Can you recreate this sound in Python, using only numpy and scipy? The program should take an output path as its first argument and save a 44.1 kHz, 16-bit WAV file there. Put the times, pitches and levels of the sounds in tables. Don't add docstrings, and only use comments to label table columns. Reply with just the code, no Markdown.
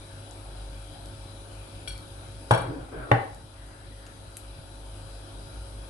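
import sys
import numpy as np
from scipy import signal
from scipy.io import wavfile
from scipy.ndimage import uniform_filter1d

SR = 44100
rng = np.random.default_rng(int(sys.argv[2]) if len(sys.argv) > 2 else 0)


def amplitude_ratio(level_db):
    exponent = np.asarray(level_db, float) / 20
    return 10 ** exponent


def pcm_store(signal):
    levels = np.round(np.clip(np.atleast_2d(signal), -1, 1) * 32767)
    wavfile.write(sys.argv[1], SR, levels.astype(np.int16).T)


N = 259831

# f/Hz, partner f/Hz
PLATE_PAIRS = [(1480, 1513), (2326, 2338), (2860, 2900), (3278, 3311), (3725, 3950), (4387, 4427),
               (5597, 5612), (6971, 7000), (8263, 8460), (8527, 9528), (10089, 10135), (10430, 10790)]
# level under the spoon/dB, level when set down/dB, partner level/dB, t60/s
PLATE_RINGING = [(-4, -28, -5, 0.094), (0, 5.5, -1, 0.21), (-7, -14, 2.5, 0.059), (3, 4, 6, 0.12),
                 (-5, 0.5, -1, 0.13), (-2, -2, 1, 0.18), (-9.5, -5.5, 6, 0.078), (-15, -9, -6, 0.1),
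                 (-3, -17, 3, 0.067), (-20, 9, -6, 0.049), (-2, 2, 4, 0.044), (-14, -5, 2, .05)]
# t/s, peak level/dB, treble tilt/dB per octave, left-right/dB, left lag/samples
SPOON_CONTACTS = [
    (1.8750, -35, -2.5, 7.5, 2.1),
    (1.880, -40.5, 6, 14.5, 2),
    (1.906, -45, -2, -5, 1.5),
]
# t/s, peak level/dB, treble tilt/dB per octave, left-right/dB, left lag/samples
SET_DOWN_CONTACTS = [
    (2.5092, -35, -0.5, 7, 7),
    (2.515, -37.5, 1.5, 6.6, 7),
    (2.536, -34.5, -3, 2.5, 7),
    (2.547, -39, -0.5, 8.3, 7),
    (2.575, -42.5, 2.5, 2.9, 7),
    (2.62, -58, 6, 3.6, 7),
]


def plate():
    out = np.zeros((2, N))
    hz, partner_hz = np.transpose(PLATE_PAIRS)
    *mode_db, partner_db, t60 = np.transpose(PLATE_RINGING)
    for contacts, balance_db in zip((SPOON_CONTACTS, SET_DOWN_CONTACTS), mode_db):
        for s, db, tilt_db, pan_db, lag in contacts:
            level_db = db + balance_db + tilt_db * np.log2(hz / 3300) - 9.0
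            main = ring(hz, level_db, t60, rise_s=0.00019)
            partner = ring(partner_hz, level_db + partner_db, t60, rise_s=0.00017)
            add(out, s, main + partner, pan_db, lag)
    return out


COUNTER_MODES_HZ = [388, 470, 558, 630, 780, 820, 940, 1030, 1106, 1260, 1468, 1575, 1692, 1861, 2035, 2255,
                    2670, 2990, 3290, 3600, 4200]
# level at first blow/dB, level at second/dB, t60/s
COUNTER_RINGING = [(-28.5, -21.5, 0.053), (-24.5, -15.5, 0.037), (-9.5, -7, 0.035), (-10.5, -13.5, 0.042),
                   (-17, -9, 0.045), (-12, -12.5, 0.042), (-11.5, -18, 0.037), (-14, -16, 0.039),
                   (-17, -17.5, 0.049), (-28, -19, 0.031), (-15, -13.5, .025), (-13.5, -12.5, 0.018),
                   (-30, -11, 0.012), (-27, -10, 0.014), (-30, -15.5, 0.02), (-23, -14, 0.012),
                   (-20.5, -18, 0.012), (-31, -28.5, 0.029), (-43, -23.5, 0.0098), (-37.5, -32, 0.035),
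                   (-34, -32, 0.017)]
# f/Hz, level at first blow/dB, level at second/dB, t60/s
CABINET_MODES = [(119.5, -8.5, -9, 0.2), (167.5, -21, -25, 0.27), (239, -28.5, -31, 0.13),
                 (289.5, -24.5, -23, 0.15)]
# t/s, left-right/dB, room level/dB, room level of the boom/dB
COUNTER_BLOWS = [
    (2.5086, 3, -2.5, -14),
    (3.1145, 2.5, -5, -18),
]
BLOW_LAG, BLOW_RISE_S = 7.4, 0.00072


def counter():
    out, hz = np.zeros((2, N)), np.array(COUNTER_MODES_HZ)
    top, box = np.transpose(COUNTER_RINGING), np.transpose(CABINET_MODES)
    for k, (s, pan_db, room_db, boom_db) in enumerate(COUNTER_BLOWS):
        turns = rng.standard_normal((2, len(hz))) * np.clip(hz / 1100, 0, 1.2) ** 2
        knock, boom = np.zeros((2, 2, SR // 2))
        for port, start in enumerate((round(BLOW_LAG), 0)):
            modes = ring(hz, top[k], top[2], BLOW_RISE_S, turns[port])
            knock[port, start:start + SR // 4] = amplitude_ratio(pan_db * (2.0 - port)) * modes
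        add(boom, 0.0002, -ring(box[0], box[1 + k], box[3], 0.35 / box[0]), 1.5, -4)
        reverb = room(amplitude_ratio(room_db) * knock + amplitude_ratio(boom_db) * boom)
        start = round(s * SR)
        out[:, start:start + SR // 2] += knock + boom + reverb
    return out


# start t/s, level/dB, rise/s, fade/dB per s, length/s
SLIDE_STROKES = [
    (2.6, -34.5, .01, 28, 0.335),
    (2.915, -34, 0.014, 17, .13),
    (3.02, -35.5, 0.017, 48, .12),
]
# f/Hz, level/dB
GRIND_COLOUR = [(70, -11), (110, -0.5), (200, -20.5), (290, -0.5), (380, -7), (600, -10.5), (800, -13),
                (1200, -20.5), (1550, -17), (1800, -27.5), (2800, -36), (6000, -100)]
# start t/s, level/dB, rise/s, fade/dB per s, length/s
WIPE_STROKES = [
    (3.5, -56.5, 0.15, 10, .85),
]
# f/Hz, level/dB
CLOTH_COLOUR = [(900, -25), (1400, -9), (1650, 5), (2000, 3), (2600, -24)]


def slide():
    grind = rub(SLIDE_STROKES, GRIND_COLOUR, patchy_db=3.5)
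    return grind + rub(WIPE_STROKES, CLOTH_COLOUR, patchy_db=4.0)


def rub(strokes, colour, patchy_db):
    out, first = np.zeros((2, N)), round(strokes[0][0] * SR)
    out[:, first:first + SR] = diffuse(lambda hz: read(colour, hz), patchy_db, count=SR)
    t, gain = np.arange(N) / SR, np.zeros(N)
    for s, db, rise_s, fade_db, length in strokes:
        since = t - s
        pressure = np.clip(np.minimum(since / rise_s, (length - since) / 0.029), 0, 1)
        gain += amplitude_ratio(db - fade_db * since) * pressure
    return out * gain


# t/s, level under the first blow/dB
RIM_ROCKS = [
    (2.681, -17),
    (2.765, -25),
]


def rocking():
    out, box = np.zeros((2, N)), np.transpose(CABINET_MODES)
    for s, db in RIM_ROCKS:
        level_db = box[1] + db + 7.3 * np.log2(box[0] / box[0, 0])
        add(out, s, ring(box[0], level_db, 0.8 * box[3], 0.35 / box[0]), 1.5)
    return out


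# t/s, peak level/dB, left-right/dB, kind
FAT_TICKS = [(0.3104, -35, 15, "spit"), (1.058, -35.5, 16, "spit"), (1.978, -33, 12, "spit"),
             (2.5088, -29.5, 13, "clack"), (2.514, -27, -5, "fizz"), (2.617, -37.5, 10, "fizz"),
             (2.929, -40, 4, "scuff"), (3.115, -35, 8, "tap"), (3.117, -40, 9, "fizz"),
             (3.347, -36, 12, "spit"), (4.065, -39.5, 4, "clack"), (4.3695, -23, 4, "snap"),
             (4.3692, -33.5, 6, "pop")]
KINDS_OF_TICK = {"spit": (8100, 8400, .008, 13), "clack": (5400, 9100, 0.055, 10),
                 "fizz": (9500, 1900, .035, 12), "scuff": (530, 520, 0.13, 6), "tap": (5200, 3000, .03, 12),
                 "snap": (10050, 3800, .045, 21.7), "pop": (3400, 4500, .012, 13)}


def ticks():
    out, t = np.zeros((2, N)), np.arange(2000) / SR
    for s, db, pan_db, kind in FAT_TICKS:
        hz, width_hz, t60, click_db = KINDS_OF_TICK[kind]
        puff = rng.standard_normal(len(t)) * amplitude_ratio(-60 * t / t60)
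        puff[0] += amplitude_ratio(click_db)
        edges = np.clip([hz - width_hz / 2, hz + width_hz / 2], 200, 20000)
        puff = signal.sosfilt(signal.butter(2, edges, "bandpass", fs=SR, output="sos"), puff)
        add(out, s, amplitude_ratio(db) * puff / abs(puff).max(), pan_db)
    return out


# middle t/s, peak level/dB, length/s
FLAME_GUSTS = [(0.0, -46.5, 0.17), (.17, -46, 0.13), (0.323, -48, 0.086), (.66, -38.5, 0.65),
               (1.06, -42, 0.14), (1.225, -42, .13), (1.41, -45, .22), (1.59, -42, .19), (1.78, -44, .14),
               (1.93, -36, 0.12), (2.155, -46, .22), (2.358, -43.5, 0.32), (2.6, -45, 0.24),
               (2.8, -43.5, 0.35), (3.01, -40.5, .14), (3.14, -47, .15), (3.37, -46.5, 0.2),
               (3.646, -43, .26), (3.944, -45, 0.47), (4.2, -45.5, 0.084), (4.31, -48, .14),
               (4.5, -41, 0.21), (4.883, -41.5, 0.64), (5.145, -39.5, 0.29), (5.39, -39, .16),
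               (5.6, -36.5, 0.18), (5.786, -38, 0.22)]
RUMBLE_HZ, RUMBLE_SPREAD_HZ = 49.7, 1.45


def rumble():
    t, out = np.arange(N) / SR, np.zeros(N)
    for k, (s, db, length) in enumerate(FLAME_GUSTS):
        near = slice(max(round((s - length) * SR), 0), round((s + length) * SR))
        since = t[near] - s
        turns = RUMBLE_HZ * t[near] + RUMBLE_SPREAD_HZ * rng.standard_normal() * since
        swell = amplitude_ratio(db) * np.exp(-(since / (0.4 * length)) ** 2)
        out[near] += (-1) ** k * swell * np.sin(2 * np.pi * turns)
    return np.sqrt(2) * out * amplitude_ratio(np.array([[0.3], [-0.3]]))


# multiple of the mains, rms level/dB, left-right/dB
HUM_MULTIPLES = [(2, -48.5, 0.77), (6, -62, 0.75), (7, -63, 1), (8, -68.5, 1), (9, -68.5, 1), (11, -58, 1),
                 (13, -66, 0.58), (18, -67.5, 1)]
MAINS_HZ = 50.06


def hum():
    t, out = np.arange(N) / SR, np.zeros((2, N))
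    knots = np.linspace(0, t[-1], num=60)
    for k, db, pan_db in HUM_MULTIPLES:
        swell, drift = (np.interp(t, knots, v) for v in rng.standard_normal((2, 60)))
        tone = np.sin(2 * np.pi * k * MAINS_HZ * t + 0.76 * drift)
        add(out, 0, np.sqrt(2) * amplitude_ratio(db + 1.47 * swell) * tone, pan_db)
    return out * amplitude_ratio(0.7 + 1.32 * ducking())


# f/Hz, level/dB per Hz
AIR_COLOUR = [(28, 8), (55, 19), (125, 21.5), (200, 6.5), (260, 17), (420, 8.5), (750, 12), (1050, 5),
              (2050, -5), (4500, -2), (6500, -11), (8200, -0.5), (11000, -3.5), (12200, -15.5)]
# f/Hz, width/Hz, level/dB
AIR_RESONANCES = [(167, 18, 4), (1447, 368, 8), (2410, 360, 4.5), (3240, 560, 5), (3947, 210, 8.5),
                  (4940, 210, 5.5), (7500, 670, -7.5), (10170, 830, 6.5)]
AIR_DB = -45.5


def air():
    def colour(hz):
        bumps = sum(db * np.exp(-0.5 * ((hz - f) / w * 2) ** 2) for f, w, db in AIR_RESONANCES)
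        return read(AIR_COLOUR, hz) + bumps
    return amplitude_ratio(AIR_DB + ducking()) * diffuse(colour, patchy_db=1.69)


DUCK_DB, DUCK_FALL_S, DUCK_HOLD_S, RECOVER_DB_PER_S = 3.5, 0.26, 0.36, 2


def ducking():
    since = np.arange(N) / SR - np.array(COUNTER_BLOWS)[:, :1]
    fall = DUCK_DB * np.clip(since / DUCK_FALL_S, 0, 1)
    recovery = RECOVER_DB_PER_S * np.maximum(since - DUCK_HOLD_S, 0)
    return -np.maximum((fall - recovery).max(0), 0)


# f/Hz, likeness of the two
PORT_LIKENESS = [(60, 2), (130, 0.7), (270, 0.72), (570, 0.36), (1210, -0.13), (2570, 0), (5450, 0.02),
                 (11600, -0.08)]
# f/Hz, left-right/dB
PORT_TILT = [(60, 0), (110, -1), (190, 3), (350, -2.5), (620, 2), (1120, 1.5), (2000, 6), (3590, 6.5),
             (6440, 12.5), (11600, 1.5)]


def diffuse(shape_db, patchy_db, count=N):
    frames, hz = count // 512 + 5, np.fft.rfftfreq(2048, 1 / SR)
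    a, b, c, d, patches = rng.standard_normal((frames, 1025, 5)).T
    patches = uniform_filter1d(patches, size=8, axis=1)
    patches = evened(uniform_filter1d(patches, size=16, axis=0))
    left = a + 1j * b
    right = part_alike(left, c + 1j * d, hz)
    half = amplitude_ratio(read(PORT_TILT, hz) / 2)[:, None]
    z = np.array([left * half, right / half]) * amplitude_ratio(shape_db(hz)[:, None] + patchy_db * patches)
    return evened(signal.istft(z, nperseg=2048, noverlap=1536)[1][:, :count])


def part_alike(left, other, hz):
    same = np.clip(read(PORT_LIKENESS, hz), -1, 1)[:, None]
    return same * left + np.sqrt(1 - same ** 2) * other


# f/Hz, t60/s
ROOM_T60 = [(100, 0.74), (300, 0.49), (1000, 0.43), (3000, 0.4), (8000, 0.25)]


def room(x, gap=200):
    taps = np.zeros((2, SR // 2))
    at = np.arange(gap, SR // 2 - 20, 20)
    at = at + rng.integers(0, 20, (2, len(at)))
    np.put_along_axis(taps, at, rng.choice([-1., 1.], at.shape), 1)
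    hz, t, z = signal.stft(taps, SR, nperseg=512)
    z[1] = part_alike(z[0], z[1], hz)
    decay = amplitude_ratio(-60 * t / read(ROOM_T60, hz)[:, None])
    tail = signal.istft(z * decay, SR, nperseg=512)[1]
    return signal.oaconvolve(x, tail / np.linalg.norm(tail[0]), axes=1)[:, :x.shape[1]]


def ring(hz, db, t60, rise_s, turn=0):
    t = np.arange(SR // 4)[:, None] / SR
    onset = (1 - np.exp(-t / rise_s)) ** 2
    return -(amplitude_ratio(db - 60 * t / t60) * np.sin(2 * np.pi * hz * t + turn) * onset).sum(1)


def add(mix, s, sound, pan_db, lag=0):
    for port, side in enumerate((1, -1)):
        start = round(s * SR + side * lag / 2)
        part = mix[port, start:][:len(sound)]
        part += amplitude_ratio(side * pan_db / 2) * sound[:len(part)]


def evened(x):
    return x / np.sqrt(np.mean(x ** 2) + 1e-20)


def read(points, hz):
    f, value = np.transpose(points)
    return np.interp(np.log(hz + 1), np.log(f + 1), value)


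def scene():
    bright = plate() + ticks()
    struck = counter() + slide() + rocking()
    background = rumble() + hum() + air()
    return bright + amplitude_ratio(-4.5) * room(bright) + struck + background


def low_pass(x):
    return signal.sosfilt(signal.butter(12, 12150, fs=SR, output="sos"), x)


def record(dry):
    soft = 1.3 * np.tanh(dry / 1.3)
    roll_off = signal.cheby1(8, 1, 11600, fs=SR, output="sos")
    dull = signal.sosfilt(roll_off, soft)
    return low_pass(np.clip(dull, -0.99, 0.99))


dry = scene()
out = record(dry)
pcm_store(out)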